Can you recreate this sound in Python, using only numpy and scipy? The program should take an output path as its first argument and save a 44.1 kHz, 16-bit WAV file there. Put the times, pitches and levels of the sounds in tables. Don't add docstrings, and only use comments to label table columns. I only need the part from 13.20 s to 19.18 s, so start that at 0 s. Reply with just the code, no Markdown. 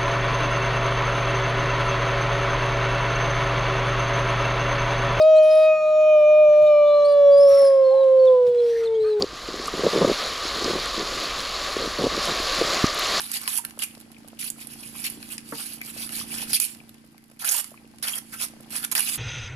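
import sys
import numpy as np
from scipy import signal
from scipy.fft import rfft, irfft, next_fast_len
from scipy.io import wavfile
from scipy.ndimage import uniform_filter1d, minimum_filter1d, map_coordinates

SR = 44100
rng = np.random.default_rng(int(sys.argv[2]) if len(sys.argv) > 2 else 0)


def to_wav(s):
    ch = np.atleast_2d(s).T
    pcm = np.round(np.clip(ch, -1, 1) * 32767)
    wavfile.write(sys.argv[1], SR, pcm.astype(np.int16))


N = 263621

# low_hz, high_hz
CREASE_HZ, FACET_HZ, SHEET_HZ = (7020, 14240), (2204, 5990), (704, 1980)

# start_s, hold_s, level_db, facet_trim_db, sheet_trim_db
SHOVES = [(0, 0.065, -40.5, 0, -8), (0.131, 0.041, -29.5, -2.5, -14.5), (0.071, .2, -42.5, -2.5, -9),
          (.275, 0.092, -27.5, -7, -16.5), (.368, 0.019, -21, -13.5, -17.5), (0.59, .03, -37, -7, -14),
          (0.619, 0.019, -23, -8.5, -19), (1.188, 0.098, -35, -4, -26), (1.838, 0.04, -32.5, -1.5, -16),
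          (3.332, 0.034, -19, -3, -43), (3.397, 0.059, -21, -11.5, -31), (4.191, 0.041, -39.5, -4.5, -16),
          (4.216, 0.034, -48, 2, 2.5), (4.245, 0.082, -23.5, -7.5, -15), (4.31, 0.094, -20, -10, -18),
          (4.824, .074, -31.5, -2.5, -11.5), (4.898, 0.088, -32, -9, -13.5), (5.122, 0.025, -40.5, -3, -9),
          (5.198, .056, -35.5, -9, -8.5), (5.502, 0.13, -38, -4.5, -10.5), (5.551, 0.03, -30.5, -5.5, -13),
          (5.636, 0.011, -32, -2.5, -8.5), (5.713, 0.014, -24, -12, -10), (5.752, 0.057, -23, -3.5, -8.5),
          (5.808, 0.15, -28.5, -6, -19.5)]
# middle_s, half_width_s, level_db
FLEXES = [(1.42, 0.024, -43.5), (1.521, 0.028, -46.5), (1.645, 0.055, -44.5), (1.801, 0.046, -40),
          (1.91, .04, -48), (2.045, 0.041, -50), (2.13, 0.018, -38.5), (2.29, .04, -53), (2.41, 0.065, -38),
          (2.515, 0.042, -41.5), (2.675, 0.028, -40.5), (2.81, 0.044, -36), (2.95, 0.029, -35.5),
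          (3.0, .025, -34), (3.149, 0.043, -35), (3.225, 0.022, -35), (3.314, 0.021, -33),
          (3.47, 0.035, -38), (5.171, 0.054, -46.5), (5.228, 0.02, -29.5)]
def foil_rustles(attack_s=0.0044, release_s=0.0075, settle_db=-19.5, settle_s=0.057):
    out = np.zeros((2, N))
    t = np.arange(SR // 3) / SR
    for start_s, hold_s, level_db, facet_trim_db, sheet_trim_db in SHOVES:
        attack = np.minimum(t / attack_s, 1)
        after = np.maximum(t - hold_s, 0)
        fall = np.maximum(np.exp(-after / release_s), amp(settle_db) * np.exp(-after / settle_s))
        add(out, start_s, rustle(amp(level_db) * attack * fall, facet_trim_db, sheet_trim_db))
    t = np.arange(-SR // 6, SR // 6) / SR
    for middle_s, half_width_s, level_db in FLEXES:
        swell = amp(level_db) * np.exp(-0.5 * (t / half_width_s) ** 2)
        add(out, middle_s + t[0], rustle(swell, facet_trim_db=-3.5, sheet_trim_db=-16.5))
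    return shifting_resonances(out)


def rustle(effort, facet_trim_db, sheet_trim_db, jerk_db=1.35, jerk_hz=90):
    n = len(effort)
    creases = crackle(n, CREASE_HZ, per_s=3500, spread_db=2.9, cycles=0.8)
    facets = crackle(n, FACET_HZ, per_s=2200, spread_db=2.65, cycles=0.96)
    sheet = crackle(n, SHEET_HZ, per_s=1500, spread_db=2.5, cycles=0.42)
    foil = creases + amp(facet_trim_db - 2) * facets + amp(sheet_trim_db - 0.5) * sheet
    jerks = map_coordinates(rng.standard_normal(256), [np.arange(n) / SR * jerk_hz], mode="mirror")
    return foil * effort * amp(jerk_db * jerks)


def shifting_resonances(x, depth_db=2.5):
    spectrum = signal.stft(x, nperseg=256)[2]
    patches = rng.standard_normal(spectrum.shape[1:])
    patches = uniform_filter1d(uniform_filter1d(patches, size=4, axis=0), size=11, axis=1)
    gain = amp(depth_db * patches / patches.std())
    gain /= np.sqrt(np.mean(gain ** 2))
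    return signal.istft(spectrum * gain, nperseg=256)[1][:, :x.shape[1]]


# start_s, level_db, body_db
SNAPS = [(.0034, -22, -3.5), (0.016, -20, -19), (0.1155, -15, -19), (0.2143, -25.5, -16),
         (0.2761, -10.5, -2), (.3745, -7, -27), (0.449, -17.5, -4), (0.507, -39.5, 5.5),
         (0.5901, -19.5, -9), (0.637, -14, -28), (0.8106, -35.5, -8), (1.3011, -15.5, -29),
         (1.47, -24, -29), (1.8414, -25, -8), (1.864, -19, -7.5), (1.8994, -20, -22), (2.0268, -33.5, 2),
         (2.1796, -24, 0), (2.311, -30, -17), (2.614, -28.5, -5.5), (2.891, -28.5, 0.5),
         (3.1403, -25, -0.5), (3.3307, -6, -6.5), (3.3494, -3, -28), (3.3995, 0, -15), (3.4495, -13, -12),
         (3.692, -35, -7), (3.9789, -46, 5.5), (4.2445, -19, -5), (4.2906, -12, -11), (4.3834, -23, -27),
         (4.4426, -22, -4), (4.826, -21, -3.5), (4.8825, -18, 2), (5.563, -13, -20), (5.6474, -12.5, -9),
         (5.7143, -12, -14), (5.7212, -14.5, -5), (5.7511, -4, -8.5), (5.7773, -10, -2.5), (5.794, -3, -28),
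         (5.8048, -5.5, -23), (5.892, -22, -1)]
def foil_snaps(run_s=0.0008, lag_s=0.00086):
    out = np.zeros((2, N))
    for start_s, level_db, body_db in SNAPS:
        times = np.append(0, rng.exponential(run_s, 7))
        sizes = np.exp(-times / (2 * run_s))
        for band_hz, band_db in (CREASE_HZ, 0), (FACET_HZ, body_db - 2), (SHEET_HZ, body_db - 13):
            buckles = grains(SR // 16, times, sizes, band_hz, cycles=0.64)
            snap = in_pot(buckles[None], walls_db=0)
            add(out, start_s + lag_s, snap * amp(level_db + band_db) / np.abs(snap.mean(0)).max())
    return out


# start_s, level_db, pitch_hz, length_s
CRUNCHES_AND_POPS = [(0.274, -27.5, 1050, .006), (0.385, -30, 940, .008), (0.439, -37, 1550, 0.015),
                     (0.59, -29.5, 2890, .008), (0.617, -22.5, 2720, .025), (0.965, -42.5, 2370, .003),
                     (1.84, -29, 2990, 0.035), (2.612, -33.5, 2320, .004), (3.33, -13, 4870, .028),
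                     (3.356, -20.5, 2580, .02), (3.402, -24.5, 2690, 0.05), (3.6, -42, 2460, .003),
                     (4.289, -10, 6650, .005), (4.341, -26.5, 980, .01), (4.573, -45.5, 2480, .004),
                     (4.871, -25, 3020, 0.014), (4.933, -24, 3040, 0.007), (5.129, -37, 1465, .025),
                     (5.625, -32.5, 1560, .027), (5.749, -23, 1730, .008), (5.939, -21, 7200, .005)]
def crunches_and_pops(pitch_spread=0.089, clicks_per_s=1500, trim_db=-1):
    out = np.zeros((2, N))
    for start_s, level_db, pitch_hz, length_s in CRUNCHES_AND_POPS:
        times = length_s * rng.random(int(clicks_per_s * length_s) + 1)
        band_hz = pitch_hz * (1 - pitch_spread), pitch_hz * (1 + pitch_spread)
        clicks = grains(SR // 8, times, np.ones(len(times)), band_hz, cycles=2.1, grain_samples=512)
        ring = in_pot(clicks[None])
        add(out, start_s, ring * amp(level_db + trim_db) / np.abs(ring.mean(0)).max())
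    return out


# start_s, level_db, cutoff_hz
KNOCKS = [(1.968, -39, 380), (2.323, -25.5, 1800)]
# pitch_hz, level_db, t60_s
CROCK_MODES = [(141.5, -6, 0.26), (288, 1, 0.11), (451, -2.5, 0.16), (610, -23, 0.06), (909, -6, 0.13),
               (1120, 1.5, 0.041), (1340, -6, 0.022)]
def crock_knocks(ring_db=-0.5, thud_db=-9, thud_t60_s=0.1):
    out, t = np.zeros((2, N)), np.arange(SR // 5) / SR
    for start_s, level_db, cutoff_hz in KNOCKS:
        modes = sum(amp(db - 60 * t / t60_s) * np.sin(2 * np.pi * (hz * t + rng.random()))
                    for hz, db, t60_s in CROCK_MODES)
        soften = signal.butter(5, [130, cutoff_hz], "band", fs=SR, output="sos")
        ring = signal.sosfilt(soften, modes)
        thud = unit_rms(signal.sosfilt(soften, rng.standard_normal((2, len(t)))))
        thud *= amp(thud_db - 60 * t / thud_t60_s)
        add(out, start_s, amp(level_db) * (amp(ring_db) * ring / np.abs(ring).max() + thud))
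    return out


# start_s, level_db, pitch_hz
BUBBLES = [(0.575, -39, 550), (0.773, -42, 557), (1.046, -42, 590), (1.131, -40.5, 573), (1.753, -41, 1120),
           (2.765, -38, 574), (3.013, -33.5, 1160), (3.225, -35, 850), (3.841, -48, 541), (4.115, -47, 586),
           (4.518, -39, 620), (4.542, -41, 1080), (4.646, -44.5, 414), (5.336, -41, 654), (5.403, -41, 567)]
def juice_bubbles(life_s=0.0011, rise_per_s=12, tick_db=-2):
    out, t = np.zeros((2, N)), np.arange(SR // 25) / SR
    envelope = t / life_s * np.exp(1 - t / life_s)
    for start_s, level_db, pitch_hz in BUBBLES:
        plop = envelope * np.sin(2 * np.pi * pitch_hz * t * (1 + rise_per_s * t / 2))
        burst = grains(len(t), np.zeros(1), np.ones(1), (1.7 * pitch_hz, 2 * pitch_hz), cycles=0.43)
        tick = in_pot(burst[None])
        add(out, start_s, amp(level_db) * (plop + amp(tick_db) * tick / np.abs(tick).max()))
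    return out


# frequency_hz, gain_db
HISS_TONE = [(100, 16), (300, 14.5), (620, -2.5), (900, -1), (1400, -8.5), (2500, -12), (5000, -11.5),
             (10000, -22), (15000, -25)]
def simmer(hiss_db=-5, spit_db=-7, pop_db=-13, plop_db=-12):
    hiss = unit_rms(microphones(shaped_noise(HISS_TONE)))
    spits = crackle(N, (3000, 14000), per_s=70, spread_db=4.6, cycles=0.13, spots=2)
    pops = crackle(N, (1300, 3600), per_s=55, spread_db=4.6, cycles=0.8, spots=1)
    plops = crackle(N, (430, 800), per_s=40, spread_db=2, cycles=0.45, spots=1)
    bed = amp(hiss_db) * hiss + amp(spit_db) * spits + amp(pop_db) * pops + amp(plop_db) * plops
    return bed * background_gain()


# shaft_multiple, level_db
HUM_ORDERS = [(3, -24), (4, -19), (5, -10.5), (6, -16.5), (7, -12.5), (8, 0.5), (9, -11.5), (10, -8.5),
              (11, -10), (12, -12.5), (13, -66)]
# pitch_hz, level_db
WHINE = [(731, -45), (1568, -26), (1985, -25)]
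# frequency_hz, gain_db
RUMBLE_TONE = [(20, -23), (35, -21), (65, 2), (130, 4.5), (220, 4.5), (330, 1), (450, -16), (900, -19),
               (2000, -81)]
def motor(shaft_hz=28.28, rumble_db=-7, rumble_width=0.62):
    t = np.arange(N) / SR
    throb = sum(amp(db) * np.cos(2 * np.pi * k * shaft_hz * t + rng.random()) for k, db in HUM_ORDERS)
    whine = sum(amp(db) * np.sin(2 * np.pi * hz * t) for hz, db in WHINE)
    hum = np.sqrt(2) * (throb + whine) * amp([[-1.2], [1]])
    mid, side = shaped_noise(RUMBLE_TONE)
    side = rumble_width * filtered(side, lambda hz: 1 / np.hypot(1, hz / 130))
    rumble = unit_rms(np.array([mid + side, mid - side])) * amp([[1], [-1]])
    return (hum + amp(rumble_db) * rumble) * background_gain()


# time_s, level_db
BACKGROUND_FADER = [(0, -55), (1.25, -53), (1.95, -49.5), (2.45, -52.5), (3.15, -46.5), (3.31, -46),
                    (3.45, -52), (4.05, -59.5), (4.7, -55.5), (5.98, -49)]
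def background_gain():
    time_s, level_db = np.transpose(BACKGROUND_FADER)
    return amp(np.interp(np.arange(N) / SR, time_s, level_db))


# frequency_hz, t60_s
KITCHEN_DECAY = [(200, 0.22), (2500, 0.26), (10000, 0.2), (15000, 0.11)]
def kitchen_reverb(x):
    hz, t, noise = signal.stft(rng.standard_normal((2, SR // 2)), SR, nperseg=256)
    decay = amp(-60 * t / along(KITCHEN_DECAY, hz)[:, None])
    tail = signal.istft(noise * decay, SR, nperseg=256)[1]
    tail = np.pad(tail / np.linalg.norm(tail[0]), ((0, 0), (SR // 100, 0)))
    return signal.fftconvolve(x, tail, axes=1)[:, :N]


def in_pot(spots, t60_s=0.028, walls_db=-2, stereo_above_hz=1300):
    t = np.arange(SR // 30) / SR
    mid, side = rng.standard_normal((2, len(spots), len(t))) * amp(-60 * t / t60_s)
    side = signal.lfilter(*signal.butter(1, stereo_above_hz, "high", fs=SR), side)
    paths = np.array([mid + side, mid - side])
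    paths *= amp(walls_db) / np.linalg.norm(paths, axis=-1, keepdims=True)
    paths[0, :, SR // 3900] += 1
    paths[1, :, 0] += 1
    arrivals = signal.oaconvolve(spots[None], paths, axes=2).sum(1)
    return microphones(arrivals[:, :spots.shape[1]])


# frequency_hz, gain_db
LEFT_TONE = [(200, -14), (500, -6.5), (1000, -3), (1600, 4.5), (2300, 8), (3600, 2.5), (4700, 8),
             (6000, -2), (8000, -6), (10000, -16), (12500, -11.5), (14500, -13.5)]
RIGHT_TONE = [(200, -11), (500, -2), (1000, -2), (1600, 2.5), (2300, -0.5), (3100, 3.5), (4100, -8.5),
              (5000, 1), (8000, 8), (9400, 10.5), (10500, 17.5), (12200, 9.5), (14500, 6)]
def microphones(x, taps=512):
    hz = np.fft.rfftfreq(taps, 1 / SR)
    cepstrum = irfft(np.log(amp([along(LEFT_TONE, hz), along(RIGHT_TONE, hz)])))
    cepstrum[:, 1:taps // 2] *= 2
    cepstrum[:, taps // 2 + 1:] = 0
    impulse = irfft(np.exp(rfft(cepstrum)))
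    return signal.fftconvolve(x, impulse, axes=1)[:, :x.shape[1]]


def crackle(n, band_hz, per_s, spread_db, cycles, spots=5):
    draws = rng.random((int(per_s * n / SR / spots) + 1, spots, 2)).transpose(1, 2, 0)
    streams = []
    for when, chance in draws:
        sizes = amp(spread_db * np.minimum(-np.log(1 - chance), 3.6))
        streams.append(grains(n, when * n / SR, sizes, band_hz, cycles))
    return unit_rms(in_pot(np.array(streams)))


def grains(n, times, sizes, band_hz, cycles, grain_samples=256):
    t = np.arange(grain_samples) / SR
    place_in_band, phase = rng.random((len(times), 2)).T[..., None]
    hz = band_hz[0] + place_in_band * (band_hz[1] - band_hz[0])
    age = t * hz / cycles
    waves = sizes[:, None] * np.sqrt(hz) * age * np.exp(-age) * np.sin(2 * np.pi * (hz * t + phase))
    where = (times[:, None] * SR).astype(int) + np.arange(grain_samples)
    return np.bincount(where.ravel(), waves.ravel(), n)[:n]


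def amp(db):
    return 10 ** (np.asarray(db) / 20)


def unit_rms(x):
    return x / np.sqrt(np.mean(x.mean(0) ** 2) + 1e-20)


def along(points, hz):
    point_hz, values = np.transpose(points)
    return np.interp(np.log(hz + 1), np.log(point_hz), values)


def filtered(x, response):
    size = next_fast_len(N + SR // 4)
    return irfft(rfft(x, size) * response(np.fft.rfftfreq(size, 1 / SR)), size)[..., :N]


def shaped_noise(tone):
    return filtered(rng.standard_normal((2, N)), lambda hz: amp(along(tone, hz)))


def add(track, start_s, sound):
    part = track[..., max(round(start_s * SR), 0):][..., :sound.shape[-1]]
    part += sound[..., :part.shape[-1]]


def gain_control(x, threshold_db=-25, squeeze=0.35, hold_s=0.053):
    power = np.abs(uniform_filter1d((x ** 2).max(0), size=SR // 100))
    gain_db = -squeeze * np.maximum(10 * np.log10(power + 1e-12) - threshold_db, 0)
    span = int(hold_s * SR)
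    held_db = minimum_filter1d(gain_db, span, origin=(span - 1) // 2)
    return x * amp(uniform_filter1d(held_db, size=SR // 200))


def scene(reverb_db=-14):
    pot = foil_rustles() + foil_snaps() + crunches_and_pops()
    pot = pot + juice_bubbles() + crock_knocks() + simmer()
    return pot + amp(reverb_db) * kitchen_reverb(pot) + motor()


def record(dry, ceiling=0.8, top_hz=14850):
    ridden = gain_control(dry)
    rounded = ridden / (1 + (ridden / ceiling) ** 4) ** (1 / 4)
    return filtered(rounded, lambda hz: 1 / np.hypot(1, (hz / top_hz) ** 70))


dry = scene()
out = record(dry)
to_wav(out)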